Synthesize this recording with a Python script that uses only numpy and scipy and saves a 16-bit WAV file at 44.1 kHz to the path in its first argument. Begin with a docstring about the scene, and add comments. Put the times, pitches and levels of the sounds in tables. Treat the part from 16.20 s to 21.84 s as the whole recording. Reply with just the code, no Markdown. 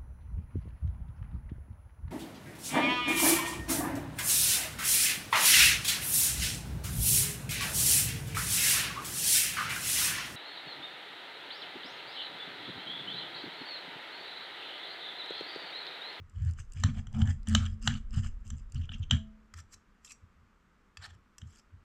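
"""Knife and fork on a plate

Close by in a small quiet room, as at one microphone: a steel table knife saws sauced meat on a ceramic plate.
Strokes rasp on the glaze, crackle through wet fibres and sway the table; knocks strike plate resonances.
Rough squeaks glide in pitch; later knife and fork clink and slide along each other.
Rubbing is random tiny slips through resonators, blows are short bursts, and low sways are shaped noise."""
import sys
import numpy as np
from scipy import signal
from scipy.fft import rfft, irfft, next_fast_len
from scipy.io import wavfile
from scipy.ndimage import uniform_filter1d, minimum_filter1d

SR = 44100
rng = np.random.default_rng(int(sys.argv[2]) if len(sys.argv) > 2 else 0)


def to_wav(sig):
    """Store sig (one row per channel, or 1-D mono) as 16-bit WAV at the path in sys.argv[1].

    Samples outside -1..1 are clipped; the rate is SR.
    """
    pcm = np.clip(np.atleast_2d(sig), -1, 1) * 32767
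    pcm = np.round(pcm).astype(np.int16)
    wavfile.write(sys.argv[1], SR, pcm.T)  # frames by channels


N = 248709
TIME = np.arange(N) / SR
BLOW_TIME = TIME[:SR]   # one second for each blow and its ring

# Event levels below are in dB before each layer's own trim.
# Strokes of the knife. Each row: start in seconds, length in seconds, swell from start to end in dB,
# rasp on the plate in dB, wet crackle in dB, table sway in dB, plate rocking in dB.
STROKES = [(0.15, 0.15, 12, -67, -72, -28.5, -61.5), (0.388, 0.014, -3, -56.5, -53.5, -34.5, -72.5),
           (0.562, .065, -2, -62, -61.5, -32.5, -57), (0.641, 0.068, -8.5, -51.5, -64, -32, -32),
           (0.745, .048, 7.5, -58.5, -64.5, -34, -43), (0.941, 0.08, 9.5, -56.5, -61.5, -32, -32),
           (1.057, 0.052, 10, -51.5, -57, -26, -40), (1.28, 0.082, 8, -50, -54, -25, -30.5),
           (1.354, 0.12, -6.5, -49.5, -58, -26, -50), (1.495, 0.032, 3.5, -70, -70, -29.5, -51),
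           (1.62, 0.05, 16, -60, -51, -46, -43.5), (1.678, 0.1, -11.5, -47.5, -57.5, -34.5, -36),
           (1.933, 0.0611, 4, -54.5, -54, -35, -45), (2.035, 0.034, 1, -53, -54.5, -33, -47.5),
           (2.253, .045, -0.5, -75, -66, -44, -60), (2.311, .040, 1, -72, -83, -34.5, -49),
           (2.371, .020, 0, -87, -65.5, -45, -67.5), (2.551, 0.098, -8.5, -68, -75, -30, -50.5),
           (2.729, 0.034, -7.5, -60, -81, -40.5, -47), (2.798, 0.049, -3, -75, -79, -31, -58),
           (2.921, 0.046, -7, -48, -60, -23, -31.5)]
# Light pushes on the table as the hands shift. Each row: start in seconds, length in seconds,
# swell in dB, level in dB.
NUDGES = [(0.0, 0.019, 2.5, -40), (3.355, 0.094, -13, -47), (3.545, 0.032, 3, -60.5),
          (4.031, 0.015, -1, -49), (4.163, 0.1, -3.5, -60), (4.787, 0.034, -0.5, -47),
          (4.872, 0.088, 5, -52.5), (5.233, 0.072, -12.5, -45), (5.538, 0.017, 0, -44.5)]
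# The plate is shoved against the table. Each row: time in seconds, level in dB.
THUMPS = [(0.641, -14), (0.874, -37.5), (1.019, -15), (1.355, -31), (1.676, -24), (1.968, -19),
          (2.693, -36.5), (2.913, -23.5), (5.224, -36)]
# Weight of the arms on the table. Each row: time in seconds, level in dB.
LEANING = [(0.0, -63.5), (0.35, -48), (0.66, -41.5), (1.6, -41), (2.08, -34.5), (2.24, -44), (2.95, -42.5),
           (3.25, -63), (4.4, -76), (5.64, -68)]
# Fibres and sauce snap. Each row: time in seconds, peak level in dB, pitch in Hz.
SNAPS = [(0.097, -58.5, 7300), (0.2496, -53.5, 7850), (0.3105, -49.5, 7000), (0.3357, -54, 6740),
         (0.5214, -46, 7400), (0.5347, -47.5, 7350), (0.6005, -47.5, 7000), (0.9285, -54.5, 6090),
         (1.2312, -58.5, 4970), (1.286, -34, 7250), (1.296, -39, 6880), (1.626, -44, 6670),
         (1.9078, -53.5, 4800), (1.997, -57.5, 7300), (2.2777, -49, 7700), (2.5217, -46.5, 6930),
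         (2.546, -48, 5545), (5.359, -54, 7560), (5.3892, -55.5, 5400)]
# Blade on plate. Each row: time in seconds, then level in dB of the low, middle, upper middle and
# high resonances.
KNOCKS = [(0.636, -32, -40.5, -36, -34), (0.869, -56.5, -56, -79, -59), (0.946, -57.5, -56.5, -78, -64),
          (1.016, -43.5, -39, -58, -55), (1.073, -54, -51, -66.5, -52.5), (1.2711, -52, -48.5, -62, -50.5),
          (1.3491, -27.5, -22.5, -28, -26.5), (1.453, -59, -50, -61, -55), (1.4611, -66, -46.5, -61.5, -52),
          (1.674, -28, -25.5, -31.5, -31.5), (2.302, -56.5, -55.5, -66, -46),
          (2.6909, -52.5, -44, -73.5, -82), (2.7171, -54, -47.5, -86, -78),
          (2.9093, -32.5, -17.5, -40, -33), (5.2154, -60.5, -55, -71, -62.5)]
# Thick fibres tear. Each row: start in seconds, length in seconds, swell in dB, level in dB.
TEARS = [(0.743, 0.039, 18.5, -65.5), (0.94, 0.087, 6, -55.5), (1.04, 0.056, 3.5, -59),
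         (4.831, 0.031, 2, -61.5)]
# The tip sticks and slips. Each row: loudest moment in seconds, rise in seconds, fall in seconds,
# pitch at that moment in Hz, glide in octaves per second, level in dB.
SQUEAKS = [(2.560, 0.0035, 0.012, 3094, -4.5, -53), (2.620, 0.0073, 0.0028, 3060, -5, -57.5),
           (2.640, .012, 0.018, 3000, 3.5, -58), (2.742, 0.0082, 0.0077, 3040, 5, -45.5),
           (2.837, .011, 0.0046, 3050, -5, -50), (2.900, .002, 0.0037, 3094, -6, -51.5),
           (3.876, 0.0034, 0.009, 3620, -6, -62), (3.876, 0.0055, .007, 2720, -2, -61),
           (3.913, 0.018, 0.011, 2540, -1, -55), (4.847, 0.019, 0.013, 4240, 1, -50.5)]
# Knife on fork. Each row: time in seconds, then level in dB of the low, middle, upper middle and
# high resonances.
CLINKS = [(3.3385, -48, -59.5, -57, -52.5), (3.533, -63, -68, -63, -57), (3.8473, -61.5, -58.5, -67, -48.5),
          (4.7709, -48, -47, -49.5, -53), (4.825, -62, -65, -56, -78), (5.1821, -57, -58, -62, -48)]
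# The blade slides along the fork. Each row: start in seconds, length in seconds, swell in dB,
# steel ring in dB, rasp on the plate in dB.
SLIDES = [(3.376, 0.03, -0.5, -57.5, -57), (3.53, .012, 7, -52.5, -64), (3.859, 0.022, -8.5, -60.5, -72),
          (3.891, 0.031, 12, -55, -80), (4.823, 0.04, 5, -60, -50), (4.906, 0.0034, -4, -69, -56.5),
          (4.947, 0.0063, -11, -75, -67), (5.27, 0.13, 7, -70, -72.5)]
# The blade slips off the last tine. One row: time in seconds, level in dB.
SLIP_OFF = (3.920, -54.5)

# Damped resonances of plate and blade. Each row: pitch in Hz, width in Hz of each resonator pass,
# level when struck in dB, level when rubbed in dB.
PLATE = [(700, 410, -10, -12), (1298, 350, -2.5, 2), (1703, 380, -3, 3.5), (2320, 520, -19, -3),
         (2974, 260, 9, -1.5), (3250, 240, 5, -4), (3494, 323, 0.5, -10.5), (3870, 470, -6.5, -16.5),
         (4332, 650, -9.5, -10), (5572, 650, -12, -16), (6120, 360, -5, -14), (7280, 540, -2, -14),
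         (8586, 330, -24, -28), (11591, 650, -27, -35)]
PLATE_STRUCK = [(hz, width, struck_db) for hz, width, struck_db, _ in PLATE]
PLATE_RUBBED = [(hz, width, rubbed_db) for hz, width, _, rubbed_db in PLATE]
# Resonances of knife against fork. Each row: pitch in Hz, width in Hz of each pass, level in dB.
STEEL = [(1210, 370, -12), (1820, 300, -12), (2560, 700, -12), (3330, 400, -15), (4120, 410, -8.5),
         (4820, 420, -1), (5360, 260, -0.5), (5860, 140, -1), (6550, 950, 0), (7490, 560, 5),
         (8240, 180, -11.5), (9090, 810, -11.5), (10650, 680, -13), (11600, 550, -15), (12780, 500, -21),
         (13280, 440, -19)]
# Resonances at which wet fibres click. Each row: pitch in Hz, width in Hz of each pass, level in dB.
WET = [(2800, 500, -6), (5020, 430, -5), (6274, 800, -6), (7280, 820, 0), (8030, 420, -11.5),
       (10200, 1740, -23), (12606, 1500, -29)]
# Limits of the four resonance groups of a blow. 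Each row: lowest pitch in Hz, highest pitch in Hz.
RING_BANDS_HZ = [(500, 2400), (2400, 3700), (3700, 5000), (5000, 15000)]
# Free ringing of the plate. Each row: pitch in Hz, level in dB, t60 in seconds.
PLATE_RING = [(216, -4.5, 1), (657, -14, 0.86), (1280, -11, .13), (1637, -2, .18), (2900, -5.5, .15),
              (3192, -2.5, 0.15), (3370, -5, 0.24), (3870, -11, .19), (4210, -17, .18), (5120, -19, .18),
              (5502, -15.5, .19), (5840, -18.5, .17), (7305, -21, .18), (11420, -30.5, 0.11)]
# Free ringing of the knife. Each row: pitch in Hz, level in dB, t60 in seconds.
STEEL_RING = [(2266, -12, .08), (4554, -9, .09), (5250, -8, .06), (5780, 0, .09), (7480, -20, .25),
              (7560, -2, .07), (9260, -19, .12), (11400, -17, .06), (13520, -20, .04)]
# Table with the plate on it. Each row: pitch in Hz, level in dB, t60 in seconds.
TABLE = [(96.88, -1.5, 0.22), (102, 2, 0.11), (126.25, -1.5, 0.15), (218.3, -16.5, 0.085),
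         (217.7, -28.5, 1), (219.8, -12, 0.086)]
# Spectrum of the swaying table. Each row: frequency in Hz, relative level in dB per Hz.
SWAY = [(35, -37.5), (55, -11), (70, -11.5), (86, 5.5), (105, -16.5), (120, -10), (136, -18), (160, -29.5),
        (200, -39)]
# Spectrum of the rocking plate. Each row: frequency in Hz, relative level in dB per Hz.
ROCKING = [(100, -25), (122, -8), (136, 1.5), (148, -5.5), (165, -24.5), (188, -9.5), (205, -6.5),
           (216, 1.5), (229, -6.5), (241, -5), (275, -29.5), (350, -44.5), (600, -46.5), (1000, -62)]
# Spectrum of the room at rest. Each row: frequency in Hz, relative level in dB per Hz.
ROOM_TONE = [(25, -0.5), (62, 0.5), (100, -13), (150, -9.5), (200, -2.5), (310, -14.5), (420, -14.5),
             (700, -22.5), (1250, -13), (2000, -21), (4000, -33), (7700, -36.5), (9500, -46.5),
             (14500, -46)]

CUT_THROUGH_S = 2.8    # the piece is cut through
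ROOM_TONE_DB = -66.5
HUM_DB = -16           # relative to the rocking that drives it
SWAY_EVEN_S = .035
WANDER_DB = 3.5        # spread of each resonance as the contact travels
FADE_SHAPE = .8        # below 1, a fade is quick at first and then lingers
CEILING = .28          # limiter threshold, amplitude
CUTOFF_HZ = 15500


def from_db(db):
    """Decibels to gain."""
    return 10 ** (np.asarray(db) / 20)


def rms_one(x):
    """Scale to rms 1."""
    return x / np.sqrt(np.mean(x ** 2) + 1e-20)


def add(out, s, x):
    """Mix x into out from time s."""
    i = max(round(s * SR), 0)
    out[i:i + len(x)] += x[:N - i]


def power(x, seconds):
    """Running mean square."""
    return np.abs(uniform_filter1d(x ** 2, max(int(seconds * SR), 2))) + 1e-20


def evened(x, seconds):
    """Hold the slow level near 1 and keep the fine grain."""
    slow_power = uniform_filter1d(power(x, seconds), max(int(seconds * SR), 2))
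    return x / np.sqrt(np.abs(slow_power))


def top_one(x):
    """Scale so that the loudest 3 ms have rms 1."""
    return x / np.sqrt(power(x, .003).max())


def band(x, low_hz, high_hz):
    """Causal band-pass."""
    sos = signal.butter(2, [low_hz, min(high_hz, .45 * SR)], "band", fs=SR, output="sos")
    return signal.sosfilt(sos, x + 1e-18)


def coloured(x, spectrum):
    """Give x a smooth spectrum, interpolated over log frequency."""
    hz, db = np.transpose(spectrum)
    size = next_fast_len(N)
    bins = np.maximum(np.fft.rfftfreq(size, 1 / SR), 1)
    gain = from_db(np.interp(np.log(bins), np.log(hz), db, left=-80, right=-120))
    return irfft(rfft(x, size) * gain, size)[:N]


def mode(x, hz, width_hz):
    """One damped, steep-sided resonance: two equal passes, each at least 160 Hz wide."""
    r = np.exp(-np.pi * max(width_hz, 160) / SR)
    edge = (1 - r * r) / 2
    section = [edge, 0, -edge, 1, -2 * r * np.cos(2 * np.pi * hz / SR), r * r]
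    return signal.sosfilt([section, section], x + 1e-18)


def ringing(modes):
    """Decaying sines; every blow shares its energy out a little differently."""
    hz, db, t60 = np.transpose(modes)[:, :, None]
    strength = from_db(db + rng.standard_normal(db.shape))
    decay = np.exp(-np.log(1000) * BLOW_TIME / t60)
    return np.sum(strength * decay * np.sin(2 * np.pi * hz * BLOW_TIME), axis=0)


def grains(per_s, spread_db):
    """Random tiny slips, most small and a few large."""
    sizes = from_db(spread_db * np.minimum(rng.exponential(1, N), 4)) * rng.choice([-1, 1], N)
    return sizes * (rng.random(N) < per_s / SR)


def blow(modes, levels_db, contact_s, chatter):
    """A first touch and brief chatter excite resonances, with a level of its own for each pitch group."""
    t = BLOW_TIME[:SR // 20]
    force = chatter * rng.standard_normal(len(t)) * np.exp(-(t / contact_s) ** 4)
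    force[0] += 1
    out = 0
    for level_db, (low, high) in zip(levels_db, RING_BANDS_HZ):
        group = 0
        for k, (hz, width_hz, db) in enumerate(modes):
            if low <= hz < high:
                # neighbours swing in opposite directions
                group = group + (-1) ** k * from_db(db) * top_one(mode(force, hz, width_hz))
        out = out + from_db(level_db) * top_one(group)
    return out


def rubbed(modes, per_s, spread_db, even_s, wander_db):
    """Every slip excites all modes; as the contact travels, now one and now another stands out."""
    slips = grains(per_s, spread_db)
    at = np.flatnonzero(slips)
    places = np.arange(0, TIME[-1] + 1, .03)   # a new coupling every 30 ms
    out = 0
    for hz, width_hz, db in modes:
        force = np.zeros(N)
        force[at] = slips[at] * rng.standard_normal(N)[at]
        wander = np.interp(TIME, places, rng.standard_normal(len(places)))
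        coupling = from_db(wander_db * wander)
        out = out + from_db(db) * rms_one(mode(force * coupling, hz, width_hz))
    return evened(out, even_s)


def gestures(timing, db, attack_s, release_s, arch_db=0, lag_s=0):
    """Gain of hand movements: each sets in, swells or eases, arches up or down midway and dies away."""
    start, length, swell_db = timing
    t = TIME[::40, None]
    since = t - start - lag_s
    length = np.maximum(length, .002)
    along = np.clip(since / length, 0, 1) - .5   # -0.5 at the start, 0.5 at the end
    fade = np.maximum(-since, 0) / attack_s + np.maximum(since - length, 0) / release_s
    level_db = db + swell_db * along - arch_db * (2 * along) ** 2
    each = from_db(level_db) * np.exp(-fade ** FADE_SHAPE)
    return np.interp(TIME, t[:, 0], np.sqrt(np.sum(each ** 2, axis=1)))


def room_tone():
    """Steady noise with the spectrum of the quiet room."""
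    return from_db(ROOM_TONE_DB) * rms_one(coloured(rng.standard_normal(N), ROOM_TONE))


def heave(level_db=-1, low_hz=17, high_hz=42):
    """The weight of the arms rocks the whole table: very low noise follows how they lean."""
    level = from_db(level_db + np.interp(TIME, *np.transpose(LEANING)))
    return level * evened(band(rng.standard_normal(N), low_hz, high_hz), 0.13)


def table(sway_db=-2.0, rocking_db=0.5, nudge_db=-2, thump_db=-2, push_s=0.007):
    """Strokes and nudges sway the table, strokes also rock the plate; hard shoves set both booming."""
    *timing, _, _, sways_db, rockings_db = np.transpose(STROKES)
    *nudge_timing, nudges_db = np.transpose(NUDGES)
    sway = gestures(timing, sways_db + sway_db, attack_s=0.0071, release_s=0.021, arch_db=3, lag_s=0.00398)
    sway += gestures(nudge_timing, nudges_db + nudge_db, attack_s=0.0089, release_s=0.029, arch_db=4.5)
    rocking = gestures(timing, rockings_db + rocking_db, attack_s=0.0074, release_s=0.028,
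                       arch_db=2.5, lag_s=0.0032)
    plate = rocking * evened(coloured(rng.standard_normal(N), ROCKING), 0.051)
    swaying = sway * evened(coloured(rng.standard_normal(N), SWAY), SWAY_EVEN_S)
    out = swaying + plate + hum(plate)
    onset = 1 - np.exp(-(BLOW_TIME / push_s) ** 2)
    for s, db in THUMPS:
        add(out, s, -from_db(db + thump_db) * ringing(TABLE) * onset)
    return out


def hum(push, hz=216, t60=1.0):
    """The lowest mode of the plate, driven by its rocking, hums on from one stroke to the next."""
    r = np.exp(-np.log(1000) / (t60 * SR))
    ring = signal.lfilter([1], [1, -2 * r * np.cos(2 * np.pi * hz / SR), r * r], push)
    return from_db(HUM_DB) * np.std(push) * rms_one(ring)


def snaps(level_db=-4, decay_s=0.00077, width_hz=2000, body_db=-2):
    """Single wet clicks: a noise burst excites a pitch of its own and the shared wet resonances."""
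    out, t = np.zeros(N), BLOW_TIME[:SR // 20]
    for s, peak_db, hz in SNAPS:
        burst = rng.standard_normal(len(t)) * np.exp(-t / decay_s)
        body = sum(from_db(db) * top_one(mode(burst, pitch, width)) for pitch, width, db in WET)
        click = top_one(mode(burst, hz, width_hz)) + from_db(body_db) * top_one(body)
        add(out, s, from_db(peak_db + level_db) * top_one(click))
    return out


def sauce(level_db=-74, per_s=110, spread_db=4):
    """The sauce ticks faintly around each stroke while the blade is in the meat."""
    stirred = gestures(np.transpose(STROKES)[:3], level_db, attack_s=0.031, release_s=.03)
    stirred = stirred * (TIME < CUT_THROUGH_S)
    ticks = grains(per_s, spread_db)
    wet = sum(from_db(db) * rms_one(mode(ticks, hz, width)) for hz, width, db in WET)
    return stirred * rms_one(wet)


def sawing(rasp_db=0, wet_db=-3.0):
    """Serrations catch on the glaze while wet fibres tear: two streams of slips through resonances."""
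    *timing, rasps_db, wets_db, _, _ = np.transpose(STROKES)
    rasp = gestures(timing, rasps_db, attack_s=0.0055, release_s=0.0053, arch_db=-1.0)
    wet = gestures(timing, wets_db, attack_s=0.0035, release_s=.013, arch_db=-2.2)
    teeth = rubbed(PLATE_RUBBED, per_s=940, spread_db=2.0, even_s=0.024, wander_db=5.5)
    fibres = rubbed(WET, per_s=1000, spread_db=2, even_s=0.034, wander_db=WANDER_DB)
    return from_db(rasp_db) * rasp * teeth + from_db(wet_db) * wet * fibres


def knocks(level_db=2, ring_db=-24.0, contact_s=0.0035, chatter=0.48, held_t60=0.35):
    """The blade hits the plate; while it still presses through the meat it damps the ring that follows."""
    out = np.zeros(N)
    for s, *levels_db in KNOCKS:
        held = s < CUT_THROUGH_S
        damping = np.exp(-np.log(1000) * BLOW_TIME / held_t60 * held)
        add(out, s, from_db(level_db) * blow(PLATE_STRUCK, levels_db, contact_s, chatter))
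        # the ring follows the middle group's level
        add(out, s, from_db(levels_db[1] + ring_db) * top_one(ringing(PLATE_RING)) * damping)
    return out


def tearing(level_db=-1, pitch_hz=760, width_hz=320):
    """Thick fibres give way in a dull rasp: slips through one low resonance."""
    *timing, tears_db = np.transpose(TEARS)
    level = gestures(timing, tears_db + level_db, attack_s=0.011, release_s=0.016)
    return level * evened(mode(grains(per_s=860, spread_db=1.5), pitch_hz, width_hz), 0.023)


def squeaks(level_db=0, jitter=0.075, jitter_hz=500, flutter=0.2, overtone_db=-14):
    """Stick and slip locks on to a resonance: a short, rough, gliding tone."""
    out = np.zeros(N)
    t = BLOW_TIME[:SR // 5] - .1   # zero at the loudest moment
    smooth = signal.butter(2, jitter_hz, fs=SR, output="sos")
    for s, rise_s, fall_s, hz, glide, db in SQUEAKS:
        wander = rms_one(signal.sosfilt(smooth, rng.standard_normal(len(t))))
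        grip = rms_one(signal.sosfilt(smooth, rng.standard_normal(len(t))))
        pitch_hz = hz * 2 ** (glide * t) * (1 + jitter * wander)
        phase = 2 * np.pi * np.cumsum(pitch_hz) / SR
        tone = np.sin(phase) + from_db(overtone_db) * np.sin(2 * phase)
        rough_tone = tone * (1 + flutter * grip)
        swell = np.exp(-(t / np.where(t < 0, rise_s, fall_s)) ** 2)
        add(out, s + t[0], from_db(db + level_db) * rms_one(rough_tone) * swell)
    return out


def clinks(level_db=0, contact_s=0.0042, chatter=0.14):
    """Knife and fork touch and damp each other; only when the blade slips off does it ring freely."""
    out = np.zeros(N)
    for s, *levels_db in CLINKS:
        add(out, s, from_db(level_db) * blow(STEEL, levels_db, contact_s, chatter))
    s, db = SLIP_OFF
    add(out, s, from_db(db) * top_one(ringing(STEEL_RING)))
    return out


def slides(steel_db=0, rasp_db=0):
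    """The blade is drawn through the tines and drags over the plate: slips excite steel and ceramic."""
    *timing, steels_db, rasps_db = np.transpose(SLIDES)
    steel = gestures(timing, steels_db, attack_s=0.0068, release_s=0.0034, arch_db=-1.5)
    rasp = gestures(timing, rasps_db, attack_s=0.014, release_s=0.004, arch_db=2.5)
    on_fork = rubbed(STEEL, per_s=1500, spread_db=3.5, even_s=0.017, wander_db=WANDER_DB)
    on_plate = rubbed(PLATE_RUBBED, per_s=1700, spread_db=1.5, even_s=0.027, wander_db=WANDER_DB)
    return from_db(steel_db) * steel * on_fork + from_db(rasp_db) * rasp * on_plate


def room(x, wet_db=-13, t60=0.23, gap_s=0.0018, dull_hz=11000):
    """Dense reflections of a small furnished room: decaying noise after a short gap."""
    decay = np.exp(-np.log(1000) * BLOW_TIME / t60)
    tail = rng.standard_normal(SR) * decay * (BLOW_TIME > gap_s)
    tail = band(tail / np.sqrt(np.sum(tail ** 2)), 410, dull_hz)
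    return x + from_db(wet_db) * signal.fftconvolve(x, tail)[:N]


def scene():
    """Cutlery with its reflections, plate and table over the hush of the room."""
    cutlery = knocks() + clinks() + snaps() + sawing() + sauce() + tearing() + squeaks() + slides()
    hush = room_tone()
    return (room(cutlery) + table() + heave() + hush)[None]


def record(dry):
    """A fast limiter holds the hardest knocks down, and the top is cut."""
    allowed = np.minimum(1, CEILING / (np.abs(dry) + 1e-9))
    gain = uniform_filter1d(minimum_filter1d(allowed, size=131), size=131)   # about 3 ms
    top_cut = signal.cheby2(12, 70, CUTOFF_HZ, fs=SR, output="sos")
    return signal.sosfilt(top_cut, dry * gain)


dry = scene()
out = record(dry)
to_wav(out)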